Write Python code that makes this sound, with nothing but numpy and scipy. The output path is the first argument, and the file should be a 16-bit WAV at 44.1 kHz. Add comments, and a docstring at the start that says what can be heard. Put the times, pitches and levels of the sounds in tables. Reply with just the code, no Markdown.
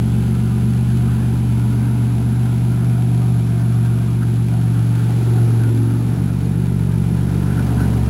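"""A turbo V6 idles at about 950 rpm in a garage, bonnet open. At first the listener stands at the nose:
the exhaust drones on multiples of the bank firing rate and lopes with its uneven cylinders, valve gear
clatters, belts and air hiss. After a second the listener walks through the drone's standing waves, past
the honking intake near 5.5 s. The idle stumbles, sags and stumbles again; past the wheel, near 6 s, the
body shades the boom, and the walk ends by the driver's door at 8 s. Throughout, a coarse
sample-and-hold mirrors the drone into a thin whine."""
import sys
import numpy as np
from scipy import signal
from scipy.fft import rfft, irfft, next_fast_len
from scipy.io import wavfile

SR = 44100
rng = np.random.default_rng(int(sys.argv[2]) if len(sys.argv) > 2 else 0)


def pcm_store(signal):
    """Save signal as 16-bit PCM."""
    levels = np.round(np.clip(np.atleast_2d(signal), -1, 1) * 32767)
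    wavfile.write(sys.argv[1], SR, levels.astype(np.int16).T)


N = 356769

# the listener's walk from the nose to the door: (time [s], distance [m])
WALK_PATH = [(0, 0), (1, 0), (3, 0.84), (4.4, 0.73), (5.4, 1.58), (6.2, 2.03), (7.2, 2.46), (8.09, 3)]
# how openly the engine bay is heard along the walk: (time [s], level [dB])
BAY_OPENNESS = [(0.1, -38), (4.48, -39.5), (5.19, -36), (6.74, -42.5), (7.27, -38), (7.83, -33.5),
                (8.05, -36)]
# engine noise leaving through the wheel arch: (frequency [Hz], relative density [dB])
ARCH_SPECTRUM = [(400, -15), (620, -0.5), (780, -11), (950, -14), (1200, -8.5), (2000, -10), (2700, -20)]
# belts and intake air: (frequency [Hz], relative density [dB])
HISS_SPECTRUM = [(25, -40), (500, -50), (1900, 1.5), (2400, 5.5), (2700, 3), (3200, 2.5), (4000, -0.5),
                 (4800, -2), (5500, -9.5)]
# ring of the block: (frequency [Hz], relative density [dB])
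BLOCK_SPECTRUM = [(300, -32), (470, -1.5), (570, -3.5), (680, -1.5), (860, -2.5), (1000, -6.5), (1120, -25),
                  (1500, -22)]
# louder valve taps: (onset [cycles], relative height [ratio])
VALVE_TAPS = [(0.089, 0.15), (.2, 0.57), (.33, 0.17), (.45, 0.32), (0.648, 0.37), (0.781, 0.5), (.86, .5)]
# modes of thin metal shields and covers: (frequency [Hz], bandwidth [Hz], relative level [dB])
SHIELD_MODES = [(1090, 180, -2.5), (1218, 93, -2.5), (1335, 95, -1), (1438, 97, 1), (1567, 120, -1.5),
                (1697, 230, -4)]
# brief rasps of the shields: (time [s], frequency [Hz], level [dB], half length [s])
SHIELD_RASPS = [(1.088, 1240, -42, .03), (4.233, 1390, -37, .016), (5.623, 1523, -40, .03),
                (7.499, 1400, -43, 0.045), (7.589, 1432, -36, 0.031), (7.815, 1466, -37, 0.042)]
# engine speed: (time [s], firing rate of one bank [Hz])
BANK_RATE = [(0.0, 23.7), (0.97, 24.2), (1.51, 23.9), (2.91, 24.2), (3.24, 24.2), (3.47, 23.7),
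             (4.19, 23.7), (4.84, 23.4), (5.36, 23.5), (5.63, 23), (5.81, 22.9), (6.15, 23.9), (6.31, 23.4),
             (6.71, 24), (6.85, 23.3), (7.48, 24.1), (7.91, 23.3), (8.09, 23.6)]
# stumbles into and out of the sag: (time [s], burble gain [dB])
IDLE_STUMBLES = [(5.55, 3), (6.15, 5.5)]
# exhaust pipe modes: (frequency [Hz], bandwidth [Hz], relative gain at nose [dB], at door [dB])
PIPE_MODES = [(69.8, 8.1, -6, -2), (115, 21, -3, -2.5), (167.2, 24.3, -6.5, 2), (213, 39.4, -3, -4.5),
              (251, 50, -6, -4.5), (342, 63, -10.5, -11), (419.4, 48, -11, -8)]
# harmonics at which the intake honks: (order [per four-stroke cycle])
HONK_HARMONICS = (39, 45, 51)
# weak exhaust harmonics; unequal cylinders give those not divisible by 3: (order [per cycle])
LOPE_HARMONICS = (6, 14, 18, 19, 22, 23, 24, 26, 28, 33, 35, 39, 41, 42, 46, 48, 51, 57)
# one row per weak harmonic: (level at nose [dB], level at door [dB])
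LOPE_LEVELS = [(-43.5, -48), (-43, -37.5), (-48, -36), (-42, -41.5), (-56, -38), (-34.5, -39), (-34.5, -35),
               (-35.5, -43.5), (-35.5, -43), (-60, -45), (-38.5, -41), (-46, -40), (-55, -45),
               (-48.5, -47.5), (-47, -44), (-52, -49), (-52, -42), (-56, -42.5)]
# strong exhaust harmonics besides the boom: (order [per cycle])
DRONE_HARMONICS = (9, 21, 27, 30, 36, 45)
# their standing waves with the walls, one row each: (direct level at nose [dB], at door [dB],
# node position [m], node spacing [m], reflected share [ratio], gain while labouring [dB])
DRONE_WAVES = [(-25.5, -21.5, 1.43, 7.8, 0.74, 0), (-27.4, -23, .38, 1.26, 0.37, -3),
               (-28.5, -32.5, 1.3, 3.64, 0.67, -14), (-38, -33, 1.126, 1.3, 0.61, 4),
               (-38.5, -35.5, 0.75, 0.786, .4, 7.5), (-45, -45.5, 0.28, .86, 0.74, 12.5)]

LABOUR_S, LABOUR_HALF_S, STUMBLE_HALF_S = 5.83, .2, 0.1
BOOM_ORDER, BOOM_DB, BOOM_DB_PER_M = 15, -16.5, 1.47   # the main boom grows from nose to wheel
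WHEEL_M, WHEEL_EDGE_M, BOOM_SHADED_DB = 1.862, 0.033, -19   # past the wheel the body shades it


def from_db(db):
    """Amplitude ratio of a level in decibels."""
    return 10 ** (np.asarray(db) / 20)


def rms_one(x):
    """Normalisation to unit rms."""
    return x / np.sqrt(np.mean(x ** 2) + 1e-20)


def in_time(rows):
    """Linear interpolation of a (time, value) table at every sample."""
    return np.interp(np.arange(N) / SR, *np.transpose(rows))


def bump(x, centre, half):
    """Gaussian curve of height 1."""
    return np.exp(-((x - centre) / half) ** 2)


def drift(rate_hz):
    """Low-passed noise: a slow random fluctuation of unit spread."""
    step, settling = 100, 1000
    pole = np.exp(-2 * np.pi * step * rate_hz / SR)
    noise = rng.standard_normal(N // step + settling + 2)
    slow = signal.lfilter([1], [1, -2 * pole, pole * pole], noise)[settling:]
    return np.interp(np.arange(N) / step, np.arange(len(slow)), rms_one(slow))


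def colour(x, spectrum):
    """Spectral shaping of a flat signal, at unit rms."""
    size = next_fast_len(N)
    hz, db = np.transpose(spectrum)
    bin_hz = np.maximum(np.arange(size // 2 + 1) * SR / size, 1)
    gain_db = np.interp(np.log(bin_hz), np.log(hz), db, left=-60)
    return rms_one(irfft(rfft(x, size) * from_db(gain_db), size)[:N])


def resonance(x, hz, width_hz):
    """Damped two-pole resonator with unit peak gain."""
    r = np.exp(-np.pi * width_hz / SR)
    feedback = [1, -2 * r * np.cos(2 * np.pi * hz / SR), r * r]
    return signal.lfilter(np.array([1, 0, -1]) * (1 - r * r) / 2, feedback, x)


def narrow_buzz(hz, width_hz):
    """Random excitation of one mode gives narrow-band noise, at unit rms."""
    return rms_one(resonance(resonance(rng.standard_normal(N), hz, width_hz), hz, width_hz))


def walk():
    """Listener position in metres, and as a share of the way from nose (0) to door (1)."""
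    metres = in_time(WALK_PATH)
    return metres, np.clip(metres / metres[-1], 0, 1)


def openness_db():
    """Transmission from the bay to the listener, relative to its median."""
    db = in_time(BAY_OPENNESS)
    return db - np.median(db)


def labour():
    """Engine load: 0 at free idle, 1 at the bottom of the sag."""
    return bump(np.arange(N) / SR, LABOUR_S, LABOUR_HALF_S)


def unrest_db(follows=0.98, labour_db=-6):
    """Irregular combustion comes through with the bay, flares in the stumbles and calms under load."""
    stumbles_db = sum(db * bump(np.arange(N) / SR, s, STUMBLE_HALF_S) for s, db in IDLE_STUMBLES)
    return follows * openness_db() + stumbles_db + labour_db * labour()


def standing_wave_db(metres, node_m, spacing_m, reflected):
    """Interference: a wave and its reflection partly cancel at the nodes and add between them."""
    return 20 * np.log10(abs(1 - reflected * np.exp(2j * np.pi * (metres - node_m) / spacing_m)))


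def garage(x, wet, spots=6, t60_s=0.25):
    """Reverberation: wall reflections ripple the spectrum differently at each spot; unit rms."""
    age = np.arange(SR // 3) / SR
    spot = np.linspace(0, spots - 1, N)
    out = x.copy()
    for k in range(spots):
        echoes = rng.standard_normal(len(age)) * from_db(-60 * age / t60_s)
        crossfade = np.sqrt(np.maximum(1 - abs(spot - k), 0))
        out += wet * crossfade * signal.oaconvolve(x, echoes / np.linalg.norm(echoes))[:N]
    return rms_one(out)


def rumble(level_db=-51.0, stir=0.69):
    """Low-frequency motion of the garage air, stronger when the engine burbles."""
    air = colour(rng.standard_normal(N), [(8, -4), (24, 2), (34, -3), (50, -5), (90, -9), (200, -24)])
    return from_db(level_db + stir * unrest_db()) * air


def bay_hollow(level_db=-50.5, hz=725, width_hz=130, restless_db=3.0, spot_db=5):
    """Cavity resonance: the air in the open bay hums, most strongly towards one spot."""
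    metres, _ = walk()
    focus_db = spot_db * bump(metres, centre=0.89, half=0.11)
    db = level_db + openness_db() + focus_db + restless_db * drift(6.3)
    return from_db(db) * narrow_buzz(hz, width_hz)


def wheel_arch(level_db=-45, follows=.7, opens_m=1.4, opening_m=.4):
    """Radiation through an opening: from the wheel on, a rush under the car flares with the burble."""
    metres, _ = walk()
    in_view = .5 + .5 * np.tanh((metres - opens_m) / opening_m)
    rush = colour(garage(rng.standard_normal(N), wet=0.62), ARCH_SPECTRUM)
    return in_view * from_db(level_db + follows * unrest_db()) * rush


def valve_taps(cycles, decay_cycles=0.023, uneven_db=12.0):
    """Impact envelopes: decaying taps recur with the camshaft, at a new strength on every turn."""
    envelope = np.zeros(N)
    for onset, height in VALVE_TAPS:
        turn, since = np.divmod(cycles - onset + 2, 1)
        strength = from_db(uneven_db * rng.uniform(-1, 1, N // 1000))
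        envelope += height * strength[turn.astype(int)] * np.exp(-since / decay_cycles)
    return envelope


def belt_and_air_hiss(taps, level_db=-44.5, follows=0.39, door_db=-1.5, intake_db=1.6, tap_depth=0.87):
    """Broadband noise of belts and air, modulated by the taps and lifted beside the intake."""
    metres, to_door = walk()
    nearby_db = intake_db * bump(metres, centre=1.36, half=0.23)
    hiss = colour(garage(rng.standard_normal(N), wet=0.33) * (1 + tap_depth * taps), HISS_SPECTRUM)
    return from_db(level_db + follows * openness_db() + door_db * to_door + nearby_db) * hiss


def shield_chatter(cycles, taps, level_db=-44.5, follows=0.74, tap_depth=.55,
                   rock_db=1.0, restless_db=2.0, swell_db=0.76):
    """Forced vibration: thin shields buzz as the engine rocks once a cycle, and now and then rasp."""
    t = np.arange(N) / SR
    modes = sum(from_db(db + restless_db * drift(8)) * narrow_buzz(hz, width)
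                for hz, width, db in SHIELD_MODES)
    rasps = sum(from_db(db) * bump(t, s, half) * narrow_buzz(hz, width_hz=300)
                for s, hz, db, half in SHIELD_RASPS)
    rocking_db = rock_db * np.cos(2 * np.pi * (cycles - .9))
    buzz_db = level_db + follows * openness_db() + rocking_db + swell_db * drift(2.8)
    return (from_db(buzz_db) * rms_one(modes) + rasps) * rms_one(1 + tap_depth * taps)


def valve_clatter(cycles, taps, level_db=-40.5, follows=0.74, door_db=0.5, tap_depth=0.66, alike=0.11):
    """Structure-borne sound: many small contacts ring the block, a share of them alike in every cycle."""
    _, to_door = walk()
    points = 4096
    recurring = np.interp(cycles % 1 * points, np.arange(points), rng.standard_normal(points))
    contacts = np.sqrt(alike) * rms_one(recurring) + np.sqrt(1 - alike) * rng.standard_normal(N)
    clatter = colour(garage(contacts, wet=0.77) * (1 + tap_depth * taps), BLOCK_SPECTRUM)
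    return from_db(level_db + follows * openness_db() + door_db * to_door) * clatter


def engine_bay(cycles):
    """Common modulation: the same valve taps pulse the block, the shields and the hiss."""
    taps = valve_taps(cycles)
    return valve_clatter(cycles, taps) + shield_chatter(cycles, taps) + belt_and_air_hiss(taps)


def harmonic(cycles, order, level_db, waver_db, lead=0):
    """One Fourier component of the engine cycle, wavering in level; lead in radians."""
    amplitude = np.sqrt(2) * from_db(level_db + waver_db * drift(2.6))
    return amplitude * np.sin(2 * np.pi * order * cycles + lead)


def intake_honk(cycles, tone_db=-42, gulp_db=-37, spot_m=1.64, spot_half_m=0.5):
    """Pulsating inflow: the intake honks with its gulps of air, heard only from close by."""
    metres, _ = walk()
    tones = sum(harmonic(cycles, order, tone_db, waver_db=2) for order in HONK_HARMONICS)
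    gulps = from_db(gulp_db) * narrow_buzz(hz=375, width_hz=110)
    return bump(metres, spot_m, spot_half_m) * (tones + gulps)


def burble(cycles, level_db=-31, turbulence=1.36, muffler_hz=(55, 400)):
    """Pipe resonance: each firing excites the modes with a random kick and a puff of turbulence."""
    metres, to_door = walk()
    firings = 6 * cycles
    fired = np.diff(np.floor(firings), prepend=0) > 0
    kicks = rms_one(fired * rng.standard_normal(N))
    puffs = rms_one(np.exp(-(firings % 1)) * rng.standard_normal(N))
    drive = kicks + turbulence * puffs
    pipe = sum((-1) ** k * from_db(nose_db + (door_db - nose_db) * to_door) * resonance(drive, hz, width)
               for k, (hz, width, nose_db, door_db) in enumerate(PIPE_MODES))
    muffler = signal.butter(2, muffler_hz, "band", fs=SR, output="sos")
    db = level_db + unrest_db() + standing_wave_db(metres, node_m=1.0, spacing_m=3.7, reflected=0.23)
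    return from_db(db) * rms_one(signal.sosfilt(muffler, pipe))


def exhaust(cycles, boom_lag_rad=0.83, dispersion_rad=0.281, drone_waver_db=0.66, lope_waver_db=2.5):
    """Harmonics in step sum to the alternating puffs of the two banks; weaker ones make the idle lope."""
    metres, to_door = walk()
    load = labour()
    shaded = .5 + .5 * np.tanh((metres - WHEEL_M) / (2 * WHEEL_EDGE_M))
    boom_db = (1 - shaded) * (BOOM_DB + BOOM_DB_PER_M * metres) + shaded * BOOM_SHADED_DB
    out = harmonic(cycles, BOOM_ORDER, boom_db, drone_waver_db)
    # up to the wheel the garage's boom trails the puffs and fills the gaps between them
    lead = boom_lag_rad * (1 - shaded)
    for order, wave in zip(DRONE_HARMONICS, DRONE_WAVES):
        nose_db, door_db, node_m, spacing_m, reflected, labour_db = wave
        direct_db = nose_db + (door_db - nose_db) * to_door + labour_db * load
        db = direct_db + standing_wave_db(metres, node_m, spacing_m, reflected)
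        smear = dispersion_rad * ((order - BOOM_ORDER) / 6) ** 2   # the long pipe smears the puffs
        out += harmonic(cycles, order, db, drone_waver_db, lead + smear)
    for order, (nose_db, door_db) in zip(LOPE_HARMONICS, LOPE_LEVELS):
        db = nose_db + (door_db - nose_db) * to_door
        out += harmonic(cycles, order, db, lope_waver_db, lead=rng.uniform(0, 2 * np.pi))
    return out


def scene(hunt=.004, start_cycle=.018):
    """Superposition around one crankshaft: each bank fires three times in a cycle of two turns."""
    bank_hz = in_time(BANK_RATE) * (1 + hunt * drift(rate_hz=4))   # the idle hunts at random
    cycles = start_cycle + np.cumsum(bank_hz / 3) / SR
    breathing = exhaust(cycles) + burble(cycles) + intake_honk(cycles)
    return (breathing + wheel_arch() + rumble() + engine_bay(cycles) + bay_hollow())[None]


def record(dry, ceiling=0.55, sample_hz=11025, cutoff_hz=15800):
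    """Saturation rounds the peaks; a zero-order hold mirrors the spectrum about its sample rate."""
    rounded = dry / (1 + (dry / ceiling) ** 8) ** (1 / 8)
    narrow = signal.sosfilt(signal.cheby1(10, .2, sample_hz / 2, fs=SR, output="sos"), rounded)
    n, hold = np.arange(N), round(SR / sample_hz)
    slip = n // (SR // 4)   # the sample clock slips four times a second, so the whine flutters
    held = narrow[:, np.maximum(n - (n + slip) % hold, 0)]
    return signal.sosfilt(signal.ellip(12, .1, 90, cutoff_hz, fs=SR, output="sos"), held)


dry = scene()
out = record(dry)
pcm_store(out)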